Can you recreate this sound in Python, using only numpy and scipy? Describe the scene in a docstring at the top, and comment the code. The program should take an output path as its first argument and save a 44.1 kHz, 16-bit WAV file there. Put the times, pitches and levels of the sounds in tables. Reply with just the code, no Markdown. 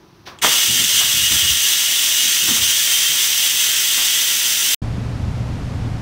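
"""In a kitchen, a cat paws the valve of a pressure rice cooker: a short puff, a tick, then a loud steam jet.
The puff, wet spurts and jet are coloured noise; the jet has cap resonances, half-whistles and echoes.
The cat's paws thud on a hollow counter (ringing noise bands) and scuff across it (short noise bursts).
Everything stops dead; after a blink of silence comes a carpeted lounge: low ventilation noise,
and a motor hum made by a sine wave of wavering pitch and level."""
import sys
import numpy as np
from scipy import signal
from scipy.fft import rfft, irfft, next_fast_len
from scipy.io import wavfile

SR = 44100
rng = np.random.default_rng(int(sys.argv[2]) if len(sys.argv) > 2 else 0)


def inscribe(sig):
    """Save sig as 16-bit PCM at rate SR to the path in sys.argv[1].

    A 1-D sig is mono; a 2-D sig holds one channel per row.
    Samples are clipped to [-1, 1] before scaling.
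    """
    pcm = np.round(np.clip(np.atleast_2d(sig).T, -1, 1) * 32767)
    wavfile.write(sys.argv[1], SR, pcm.astype(np.int16))


N = 265041  # samples, about 6 s

VALVE_OPEN_S, VALVE_RISE_S = .4145, .016
KITCHEN_END_S, LOUNGE_START_S, LOUNGE_FADE_S = 4.7463, 4.8175, .003


def undb(db):
    """Turn decibels into a gain."""
    return 10 ** (np.asarray(db) / 20)


def clock():
    """Time of each sample in seconds."""
    return np.arange(N) / SR


def unit(x):
    """Scale a sound to rms 1."""
    return x / np.sqrt(np.mean(x ** 2))


def bins():
    """Frequency of each spectral bin in Hz, kept at 1 or more."""
    size = next_fast_len(N)
    return np.maximum(np.arange(size // 2 + 1) * SR / size, 1)


def colour(points):
    """Gain per bin, drawn through (frequency [Hz], level [dB]) points on a log frequency scale."""
    hz, db = np.transpose(points)
    return undb(np.interp(np.log(bins()), np.log(hz), db))


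def resonance(hz, width_hz):
    """Gain per bin of one resonance, 1 at its centre."""
    return 1 / np.hypot(1, (bins() ** 2 - hz ** 2) / (bins() * width_hz))


def noise(gain):
    """Random noise shaped by a gain per bin, then scaled to rms 1."""
    size = next_fast_len(N)
    spectrum = rfft(rng.standard_normal(size)) * gain
    return unit(irfft(spectrum, size)[:N])


def walk(rate):
    """Random wander with a spread near 1: straight lines between `rate` random points per second."""
    steps = rng.standard_normal(2048)
    return 1.2 * np.interp(clock() * rate, np.arange(len(steps)), steps)


def burst(start, rise, decay):
    """Envelope that rises in a straight line, then dies away exponentially; times in seconds."""
    age = clock() - start
    return np.clip(age / rise, 0, 1) * np.exp(-np.maximum(age - rise, 0) / decay)


def swell(start, rise):
    """Rounded envelope of a soft blow: peaks at 1, one rise time after its start."""
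    age = np.maximum(clock() - start, 0) / rise
    return age * np.exp(1 - age)


def surfaces(x, echo_db, drift_s, count=8):
    """Echoes off fridge, wall and counter, with slowly drifting delays, make the hiss faintly hollow."""
    out = x
    for lag_s in rng.uniform(.003, .022, count):
        path_s = lag_s + drift_s * walk(.8)
        source = np.round((clock() - path_s) * SR).astype(int)
        out = out + undb(echo_db) * x[np.clip(source, 0, N - 1)]
    return unit(out) * np.std(x)  # echoes leave the overall level as it was


# colour of the kitchen air: (frequency [Hz], relative level [dB])
KITCHEN_COLOUR = [(25, -32), (60, -23), (150, 1.5), (240, -5), (350, 3.5), (480, -13), (1000, -9.5),
                  (2000, -19.5), (6000, -21.5), (7200, -37), (15000, -34)]


def kitchen_air(air_db=-49, rumble_db=-56):
    """Steady quiet room noise, with a faint low rumble of wandering level."""
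    rumble = noise(resonance(85, 90) ** 2) * undb(rumble_db + 2 * walk(6))
    return undb(air_db) * noise(colour(KITCHEN_COLOUR)) + rumble


# wet spurts from the valve: (time [s], level [dB], rise [s], decay [s])
SPURTS = [(0.269, -36, 0.0037, 0.07), (.427, -13.5, 0.02, 0.012), (0.459, -26, 0.012, 0.1)]
# colour of the spurting water: (frequency [Hz], relative level [dB])
SPURT_COLOUR = [(35, -31), (120, -14), (450, -8), (750, -7.5), (1150, -2.5), (1700, -10), (3000, -22),
                (7000, -35), (15000, -46.5)]


def valve():
    """A nudge lets out one puff; the weight ticks, tips over, and condensed water is blown out."""
    puff_colour = [(500, -42), (1800, -4), (3400, -3.0), (6000, -7), (7200, -26), (15000, -24)]
    puff = undb(-35) * noise(colour(puff_colour)) * burst(0.253, 0.02, 0.034)

    low_mode = resonance(2800, 700) ** 2
    middle_mode = undb(-10) * resonance(3300, 600) ** 2
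    high_mode = undb(-10) * resonance(7200, 900)
    metal = noise(low_mode + middle_mode + high_mode)
    # a sharp click with a weaker, longer tail
    strike = burst(.387, .001, .0025) + undb(-13) * burst(.388, .002, .018)
    tick = undb(-32.5) * metal * strike

    spurts = sum(undb(db) * burst(s, rise, decay) for s, db, rise, decay in SPURTS)
    return puff + tick + noise(colour(SPURT_COLOUR)) * spurts


# broad colour of the steam: (frequency [Hz], relative level [dB])
STEAM_COLOUR = [(150, -27), (600, -25.5), (1150, -22), (1900, -10), (2650, -1.5), (3500, -2), (4450, -8.5),
                (4750, -4.5), (5200, -5.5), (6350, 2.5), (8000, -5.5), (10300, -7), (13500, -8),
                (15600, -4.5)]
# resonances of the vent cap and the nook round it: (frequency [Hz], width [Hz], relative level [dB])
VENT_RESONANCES = [(625, 35, 3), (1125, 30, 3), (1375, 25, 3), (1891, 27, 1), (2534, 22, 1), (2891, 18, 2),
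                   (3079, 25, -4), (3158, 25, 5), (3296, 22, -1), (3348, 16, 1), (3440, 16, -4),
                   (3531, 18, 1), (3611, 22, 2.5), (3781, 22, -2), (4012, 16, 0), (6886, 22, 1),
                   (7884, 35, -2), (8670, 27, -1)]
# dips where paths round the cap cancel, and one slight bump: (frequency [Hz], width [Hz], change [dB])
STEAM_GAPS = [(2422, 210, -8.5), (4540, 350, 1), (6746, 380, -11.5), (10300, 700, -4)]
JET_DB = -17  # gain of the whole jet
SAG_DB_PER_S, CAP_SAG_DB_PER_S = .3345, .48  # hiss and cap sag with the pressure; the cap's extra sag
TOP_DB, ROAR_DB, CAP_DB = -2.5, -13, -5  # levels beside the hiss, before sag and surge
SURGE_ROAR_DB, SURGE_S = 9.5, .1  # extra roar at first, and its settling time


def steam_jet(flutter_db=0.58, sputter_db=0.58, ring_flutter_db=0.66, roar_edge_hz=2300,
              top_edge_hz=9500):
    """Jet noise rings the cap; both sag with pressure, the roar surges at first, and all flutter together."""
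    age = np.maximum(clock() - VALVE_OPEN_S, 0)
    surge = np.exp(-age / SURGE_S)
    sag_db = -SAG_DB_PER_S * age
    gaps_db = sum(db * resonance(hz, width) ** 2 for hz, width, db in STEAM_GAPS)
    shape = colour(STEAM_COLOUR) * undb(gaps_db)

    # split the noise power into a low, a middle and a high band
    roar_share = 1 / (1 + (bins() / roar_edge_hz) ** 16)
    top_share = 1 / (1 + (top_edge_hz / bins()) ** 24)
    hiss_share = np.clip(1 - roar_share - top_share, 0, 1)
    ring = np.sqrt(sum((undb(db) * resonance(hz, width)) ** 2 for hz, width, db in VENT_RESONANCES))

    hiss = noise(shape * np.sqrt(hiss_share)) * undb(sag_db)
    cap_db = CAP_DB + sag_db - CAP_SAG_DB_PER_S * age + ring_flutter_db * walk(12)
    cap = noise(shape * ring) * undb(cap_db)
    roar = noise(shape * np.sqrt(roar_share)) * undb(ROAR_DB + SURGE_ROAR_DB * surge)
    top = noise(shape * np.sqrt(top_share)) * undb(TOP_DB)

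    jet = surfaces(hiss + cap + top, echo_db=-15.5, drift_s=.00004)
    jet = jet + surfaces(roar, echo_db=-11.0, drift_s=.00006)
    opening = np.clip(age / VALVE_RISE_S, 0, 1)
    return jet * opening * undb(JET_DB + flutter_db * walk(28.06) + sputter_db * walk(220))


# half-whistled notes of the vent: (time of peak [s], pitch [Hz], peak level [dB])
WHISTLES = [(1.15, 2891, -27.5), (3.4, 3165, -33)]


def whistle(width_hz=45, fade_db_per_s=4.0):
    """The vent half whistles: narrow noise bands rise out of the hiss and sink back into it."""
    notes = 0
    for s, hz, db in WHISTLES:
        level_db = db - fade_db_per_s * np.abs(clock() - s)
        notes = notes + noise(resonance(hz, width_hz) ** 2) * undb(level_db)
    return notes * (clock() > VALVE_OPEN_S + VALVE_RISE_S)


# resonances of the hollow counter: (frequency [Hz], width before squaring [Hz], level before tilt [dB])
COUNTER = [(74, 21, -1.5), (122, 75, 0.5), (226, 160, -1)]
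# paws landing; a harder landing tilts the thud upwards: (time [s], level [dB], tilt [dB per octave])
PAWS = [(.678, -32, 1), (.735, -37.5, 14), (.785, -32, 2.5), (.93, -39, 3), (1.03, -37, -6),
        (1.135, -33.5, -3.5), (1.21, -35.5, -7.5), (1.305, -28.5, -1.5), (1.42, -34, -5), (1.495, -33, -14),
        (2.228, -41, 15), (2.42, -37.5, 10), (2.478, -30.5, 13), (2.57, -37, 2), (2.615, -38, -11),
        (3.08, -43, 12)]
# paws scuffing and slipping: (time [s], level [dB])
SCUFFS = [(1.0, -28.5), (1.31, -34), (2.475, -28), (2.56, -35), (3.97, -30)]
# colour of the scuffs: (frequency [Hz], relative level [dB])
SCUFF_COLOUR = [(80, -17), (220, -10), (450, -10.5), (1100, -1.5), (2000, -1.5), (6000, -40)]
PAW_RISE_S, SCUFF_RISE_S, SCUFF_DECAY_S = .024, .0091, .056


def cat():
    """Soft paws thud on the hollow counter and scuff across its top."""
    hz, width, mode_db = np.transpose(COUNTER)
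    rings = np.array([noise(resonance(f, w) ** 2) for f, w in zip(hz, width)])
    thuds = 0
    for s, db, tilt in PAWS:
        weights = undb(mode_db + tilt * np.log2(hz))
        thud = (weights @ rings) / np.linalg.norm(weights)  # tilt changes the tone, not the level
        thuds = thuds + undb(db) * swell(s, PAW_RISE_S) * thud
    strokes = sum(undb(db) * burst(s, SCUFF_RISE_S, SCUFF_DECAY_S) for s, db in SCUFFS)
    return thuds + noise(colour(SCUFF_COLOUR)) * strokes


# colour of the lounge air: (frequency [Hz], relative level [dB])
LOUNGE_COLOUR = [(20, -25), (30, -1), (42, -15), (60, -3), (90, -3), (125, -5), (155, -7.5), (210, -12),
                 (270, -13.5), (320, -22), (750, -23.5), (1300, -29.5), (5500, -41), (13000, -57)]


def lounge(rumble_db=-26, surge_db=0.7, boom_db=-27.5, air_db=-37.5, hum_hz=117.5, hum_db=-27.5,
           waver_db=2.5, waver_hz=2.78):
    """Ventilation rumbles in small random surges under steady boom and air noise; a motor hums unsteadily."""
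    shape = colour(LOUNGE_COLOUR) * (bins() < 13100)
    # power shares: deep is below about 110 Hz, low is below about 400 Hz
    deep = 1 / (1 + (bins() / 110) ** 8)
    low = 1 / (1 + (bins() / 400) ** 8)
    rumble = noise(shape * np.sqrt(deep)) * undb(rumble_db + surge_db * walk(12))
    boom = noise(shape * np.sqrt(low * (1 - deep))) * undb(boom_db)
    air = noise(shape * np.sqrt(1 - low)) * undb(air_db)

    phase = 2 * np.pi * np.cumsum(hum_hz + waver_hz * walk(11)) / SR
    hum = np.sqrt(2) * np.sin(phase) * undb(hum_db + waver_db * walk(16))
    return rumble + boom + air + hum


def scene():
    """The kitchen, a blink of silence, then the lounge; both channels are the same."""
    kitchen = kitchen_air() + valve() + steam_jet() + whistle() + cat()
    lounge_fade = np.clip((clock() - LOUNGE_START_S) / LOUNGE_FADE_S, 0, 1)
    mono = kitchen * (clock() < KITCHEN_END_S) + lounge() * lounge_fade
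    return np.array([mono, mono])


def record(dry):
    """A steep low-pass filter cuts the treble above 15650 Hz."""
    low_pass = signal.ellip(12, .1, 90, 15650, fs=SR, output="sos")
    return signal.sosfilt(low_pass, dry)


dry = scene()
out = record(dry)
inscribe(out)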